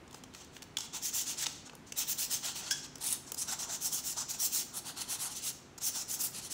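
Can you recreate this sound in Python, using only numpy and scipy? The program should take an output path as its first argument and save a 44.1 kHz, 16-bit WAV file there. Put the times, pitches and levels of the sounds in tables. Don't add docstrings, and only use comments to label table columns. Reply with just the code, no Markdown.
import sys
import numpy as np
from scipy import signal
from scipy.fft import rfft, irfft, next_fast_len
from scipy.io import wavfile
from scipy.ndimage import uniform_filter1d, map_coordinates

SR = 44100
rng = np.random.default_rng(int(sys.argv[2]) if len(sys.argv) > 2 else 0)


def master_out(mix):
    frames = np.transpose(np.atleast_2d(mix))
    ceiling = np.clip(frames, -1, 1)
    pcm = np.round(ceiling * 32767).astype(np.int16)
    wavfile.write(sys.argv[1], SR, pcm)


N = 288318

# start_s, length_s, swell_db, nail_db, keenness_db
FILE_STROKES = [(0.1, 0.086, 16, -65, -3), (0.352, 0.15, -16, -61.5, -9), (0.405, 0.019, 2.5, -59.5, -9),
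                (0.519, 0.062, 11, -63, -1), (0.788, 0.084, -2, -49, -5), (0.932, 0.055, 3, -41.5, -6),
                (1.022, 0.074, 4, -38.5, 3.5), (1.139, 0.093, -4, -35.5, 3), (1.262, 0.074, 4, -39.5, -4),
                (1.377, 0.067, 3.5, -36.5, -5), (1.457, 0.17, -15, -54, -9), (1.654, 0.029, 1, -54.5, -18),
                (1.868, 0.045, -6, -58.5, -8), (1.969, 0.069, -4.5, -38.5, 5.5),
                (2.074, 0.058, 2.5, -38, 8.5), (2.182, 0.086, -5, -36.5, 5.5), (2.307, 0.078, -8.5, -38, 2),
                (2.437, 0.087, -5.5, -40, -3), (2.551, 0.077, -7, -44.5, -1), (2.631, 0.069, 5, -45.5, -17),
                (2.707, 0.028, -5, -35.5, -2), (2.74, 0.083, -4, -49, -13), (2.826, 0.038, 7, -48, -14),
                (3.016, 0.14, 1.5, -42.5, 4.5), (3.266, 0.044, -3, -51, -13), (3.374, 0.061, 0.5, -37, -4),
                (3.477, 0.075, 1, -39.5, -4.5), (3.588, 0.068, -1.5, -40.5, -5),
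                (3.677, 0.083, 14, -40.5, -7), (3.812, 0.08, -0.5, -39, 4),
                (3.921, 0.085, -6.5, -37.5, 2.5), (4.042, 0.093, -4, -37.5, 1.5),
                (4.168, 0.067, -2.5, -37.5, -8), (4.293, 0.079, -10.5, -41.5, -2),
                (4.391, 0.086, 3.5, -36, 7), (4.522, 0.1, -1.5, -35.5, 5.5), (4.727, 0.066, 11.5, -48, 2),
                (4.849, 0.075, -2.5, -50, -0.5), (4.964, 0.072, 5, -46, -1.5), (5.078, 0.077, 8, -42, -1),
                (5.195, 0.09, -3, -42, -1), (5.3, 0.051, -2, -49, -4.5), (5.352, 0.051, -3, -45, -3),
                (5.421, 0.084, 5, -39, 0.5), (5.779, 0.011, -10, -46, -7), (5.814, 0.086, 7.5, -37.5, 4),
                (5.938, 0.093, -1, -39, -3), (6.082, 0.084, 1.5, -40.5, 3.5),
                (6.194, 0.086, -1.5, -38.5, 6), (6.331, 0.07, 5.5, -48.5, -9), (6.418, 0.062, 2, -48.5, -5),
                (6.499, 0.038, 6, -42.5, -2)]
# pitch_hz, width_hz, level_db
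PART_MODES = [
    [(5640, 1270, -1.5), (6224, 580, 1), (7145, 1880, -1)],
    [(8840, 3100, 1), (11300, 3100, -4.5)],
    [(13300, 3200, -4), (15600, 2600, 0)],
    [(4300, 1100, 0)],
    [(1930, 640, -2.5), (2603, 910, -3), (3446, 1660, 2)],
    [(835, 460, 12), (1446, 480, 8)],
]
# time_s, tip_db, file_db, pot_db
HOLD_BALANCE = [(0.1, -8, -3.5, -15), (0.8, -8, -5.5, -15.5), (1.15, -10.5, -13, -23.5),
                (1.4, -4.5, -7, -20.5), (2.0, -10, -8.5, -14.5), (2.3, -10.5, -10.5, -20.5),
                (2.6, -6, -4.5, -12.5), (2.72, -4.5, -9, -25), (3.05, 1.5, -6, -12), (3.4, 2, -16, -23.5),
                (3.5, -5.5, -11.5, -13), (4.05, -8, -14.5, -19.5), (4.6, -8, -12, -18), (4.75, 1, -8, -7.5),
                (4.9, 1.5, -1, -3.5), (5.12, 2.5, -7.5, -13), (5.25, 3.5, -8, -9.5), (5.36, -0.5, -9, -22),
                (5.97, -7, -14, -18), (6.24, -5.5, -14, -17), (6.35, 9, -5.5, -17),
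                (6.52, -1.5, -10.5, -22)]
CLUMP_SPREADS = [0.82, 1.66, 1.9, 2.1, 1.25, 2.2]
SPEED_EXPONENTS = [1.08, 1.7, 1.9, 0.76, 0.83, 0.53]
# start_s, level_db, file_pitch_hz, file_db, tip_db, pot_db
IMPACTS = [(0.077, -40, 2950, -19, -28, -12), (0.109, -45.5, 3680, -4.5, -1, -7),
           (0.1277, -37, 3300, -17, -10, -5), (0.1436, -31.5, 4900, -10, -10, 1.5),
           (0.2364, -33, 3180, -10, -12, -3), (0.337, -41, 2950, -6, -10, -10),
           (0.3471, -32.5, 2860, -7, -10, -4.5), (0.4456, -42, 4470, -7, -3, -19),
           (0.565, -35, 2900, -3, -22, 1), (0.6207, -31, 3030, -9, -8, -4.5),
           (0.627, -34.5, 4360, -7, -7, -16), (0.6374, -44, 5060, -17, -4, -15),
           (0.769, -19, 3380, -4.5, -9.5, -18), (0.784, -19, 3500, -18, -15, -13),
           (0.805, -24.5, 4700, -10, -17, -34), (1.459, -25, 3880, -1.5, -22, -11),
           (1.4651, -14.5, 3750, -9.5, -36, -13.5), (1.695, -41, 2740, 0, -33, 5),
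           (1.732, -45, 3950, -16, -12, 12), (1.751, -39.5, 3200, -14, 0, -2),
           (1.9211, -22, 2670, -13, -12, -13), (2.709, -18, 3260, -9, -18, -28),
           (2.9552, -30, 4900, -14, -8, -8), (2.981, -43, 5020, -9, 2, -4),
           (3.3182, -23.5, 2990, -13, 2, -3), (3.344, -23.5, 4950, -20, -4, -13)]
# pitch_hz, width_hz, level_db
FINGER_MODES = [(480, 240, 0)]
# start_s, level_db
POT_KNOCK = (2.7095, -34.5)
# pitch_hz, level_db, t60_s
POT_MODES = [(1520, 1, .06), (1672, -3, .2), (3240, 3, .07), (3360, -3, .24), (4945, -5, .24),
             (5460, 4, .08), (5890, 2, .09), (6175, 2, .08), (6600, 3, .06), (7520, -7, .1)]
# frequency_hz, t60_s
ROOM_DECAY = [(500, 0.48), (3000, 0.61), (7000, 0.59), (10000, 0.29), (15000, 0.34)]
# frequency_hz, relative_density_db
AIR_SPECTRUM = [(15, -42), (25, -16), (76, -3.5), (285, -3), (624, -12.5), (677, -11.5), (1230, -14),
                (1790, -17), (2000, -18), (2280, -18), (7310, -30), (16000, -44)]
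# pitch_hz, width_hz, level_db
HUM_BANDS = [(141.4, 17, -2.5), (257, 8.7, 0), (364, 4.8, -3)]


def rasp(rise_power=4.6, fall_power=3.8, end_drop_db=6.5):
    force = np.zeros((len(PART_MODES), N))
    t = np.arange(N) / SR
    hold_s, *held = np.transpose(HOLD_BALANCE)
    for start, length, swell_db, nail_db, keen_db in FILE_STROKES:
        tip_db, file_db, pot_db = (np.interp(start + length / 2, hold_s, db) for db in held)
        edge_db = file_db - 0.5 + 0.21 * tip_db
        share = amp([0, tip_db + 0.84 * keen_db, keen_db - 7.5,
                     edge_db, file_db, pot_db - 0.52 * keen_db])
        near = slice(max(round((start - length) * SR), 0), round((start + 2 * length) * SR))
        travel = 2 * (t[near] - start) / length - 1
        taper = np.abs(travel) ** np.where(travel < 0, rise_power, fall_power)
        speed = amp(swell_db * travel / 2 - end_drop_db * taper)
        force[:, near] += amp(nail_db) * share[:, None] * speed ** np.c_[SPEED_EXPONENTS]
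    drag = amp(1.43 * wobble(70) + 0.48 * wobble(400))
    snags = 1 + amp(10) * (rng.random(N) < 60 / SR)
    rings = [resonate(push * drag * snags * grit(spike_db=2.5, clump_db=clump), modes)
             for push, modes, clump in zip(force, PART_MODES, CLUMP_SPREADS)]
    return sliding_contact(sum(rings), patchy_db=2.0)


def grit(spike_db, clump_db):
    noise = rng.standard_normal(N)
    catch_db = spike_db * rng.standard_normal(N) + clump_db * wobble(500)
    return unit_rms(noise * amp(catch_db))


def sliding_contact(x, patchy_db):
    spectra = signal.stft(x, nperseg=256)[2]
    patches = uniform_filter1d(rng.standard_normal(spectra.shape), size=3, axis=0)
    patches = uniform_filter1d(patches, size=12, axis=1)
    return signal.istft(spectra * amp(patchy_db * unit_rms(patches)), nperseg=256)[1][:N]


def taps(attack_s=0.0018, t60_s=0.015, chatter_db=-2.5, tick_db=6, thud_db=-4):
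    force = np.zeros((len(PART_MODES), N + SR))
    tick = np.zeros(N + SR)
    t = np.arange(SR // 10) / SR
    for start, db, file_hz, file_db, tip_db, pot_db in IMPACTS:
        fade = amp(db - 60 * t / t60_s) * (1 - np.exp(-t / attack_s))
        near = slice(round(start * SR), round(start * SR) + len(t))
        share = amp(chatter_db) * amp([0, tip_db, tip_db - 3, file_db, file_db + 3, pot_db])
        force[:, near] += share[:, None] * fade * rng.standard_normal((len(PART_MODES), len(t)))
        scatter = np.cumsum(rng.normal(0, 0.2, len(t)))
        tick[near] += amp(file_db + tick_db) * fade * np.sin(2 * np.pi * file_hz * t + scatter)
    thud = amp(thud_db) * resonate(force[-1, :N], FINGER_MODES)
    chatter = sum(resonate(push[:N], modes) for push, modes in zip(force, PART_MODES))
    return tick[:N] + thud + chatter


def pot_clink(attack_s=0.001):
    start, level_db = POT_KNOCK
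    t = np.maximum(np.arange(N) / SR - start, 0)
    ring = np.zeros(N)
    for hz, db, t60 in POT_MODES:
        fade = amp(db - 60 * t / t60 + 2.3 * wobble(48.96))
        ring += fade * np.sin(2 * np.pi * hz * t + 1.15 * wobble(110))
    return amp(level_db) * ring * (1 - np.exp(-t / attack_s))


def reverberation(x, delay_samples=250):
    wet = np.zeros(N + 2 * SR)
    hop = SR // 3
    for start in range(0, N, hop):
        hz, t, spectra = signal.stft(rng.standard_normal(SR // 2), SR, nperseg=256)
        decay = amp(-60 * t / log_interp(ROOM_DECAY, hz)[:, None])
        tail = signal.istft(spectra * decay, SR, nperseg=256)[1]
        echo = signal.fftconvolve(x[start:start + hop], tail / np.linalg.norm(tail))
        arrival = start + delay_samples
        wet[arrival:arrival + len(echo)] += echo
    return wet[:N]


def ventilation(air_db=-56, hum_db=-64.5):
    air = unit_rms(filtered(rng.standard_normal(N), lambda hz: amp(log_interp(AIR_SPECTRUM, hz))))
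    hum = resonate(rng.standard_normal(N), HUM_BANDS)
    drift = amp(0.5 * wobble(2))
    return drift * (amp(air_db) * air + amp(hum_db) * hum)


def resonate(x, modes):
    def response(f):
        return sum((-1) ** k * amp(db) * (f * width / (hz * hz - f * f + 1j * f * width)) ** 2
                   for k, (hz, width, db) in enumerate(modes))
    power = np.mean(np.abs(response(np.linspace(0, SR / 2, num=16384))) ** 2)
    return filtered(x, response) / np.sqrt(power)


def filtered(x, response):
    size = next_fast_len(N + SR // 2)
    return irfft(rfft(x, size) * response(np.fft.rfftfreq(size, 1 / SR)), size)[..., :N]


def wobble(rate_hz):
    knots = rng.standard_normal(int(N * rate_hz / SR) + 4)
    return map_coordinates(knots, [np.arange(N) * rate_hz / SR])


def log_interp(points, hz):
    knots_hz, values = np.transpose(points)
    return np.interp(np.log(hz + 1), np.log(knots_hz + 1), values)


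def amp(db):
    return 10 ** (np.asarray(db) / 20)


def unit_rms(x):
    return x / np.sqrt(np.mean(x ** 2) + 1e-20)


def scene():
    direct = rasp() + taps() + pot_clink()
    return (direct + amp(-10.5) * reverberation(direct) + ventilation())[None]


def record(dry):
    stop_hz, slope_width_hz = 15860, 150
    return filtered(dry, lambda hz: np.clip((stop_hz - hz) / slope_width_hz, 0, 1) ** 2)


dry = scene()
out = record(dry)
master_out(out)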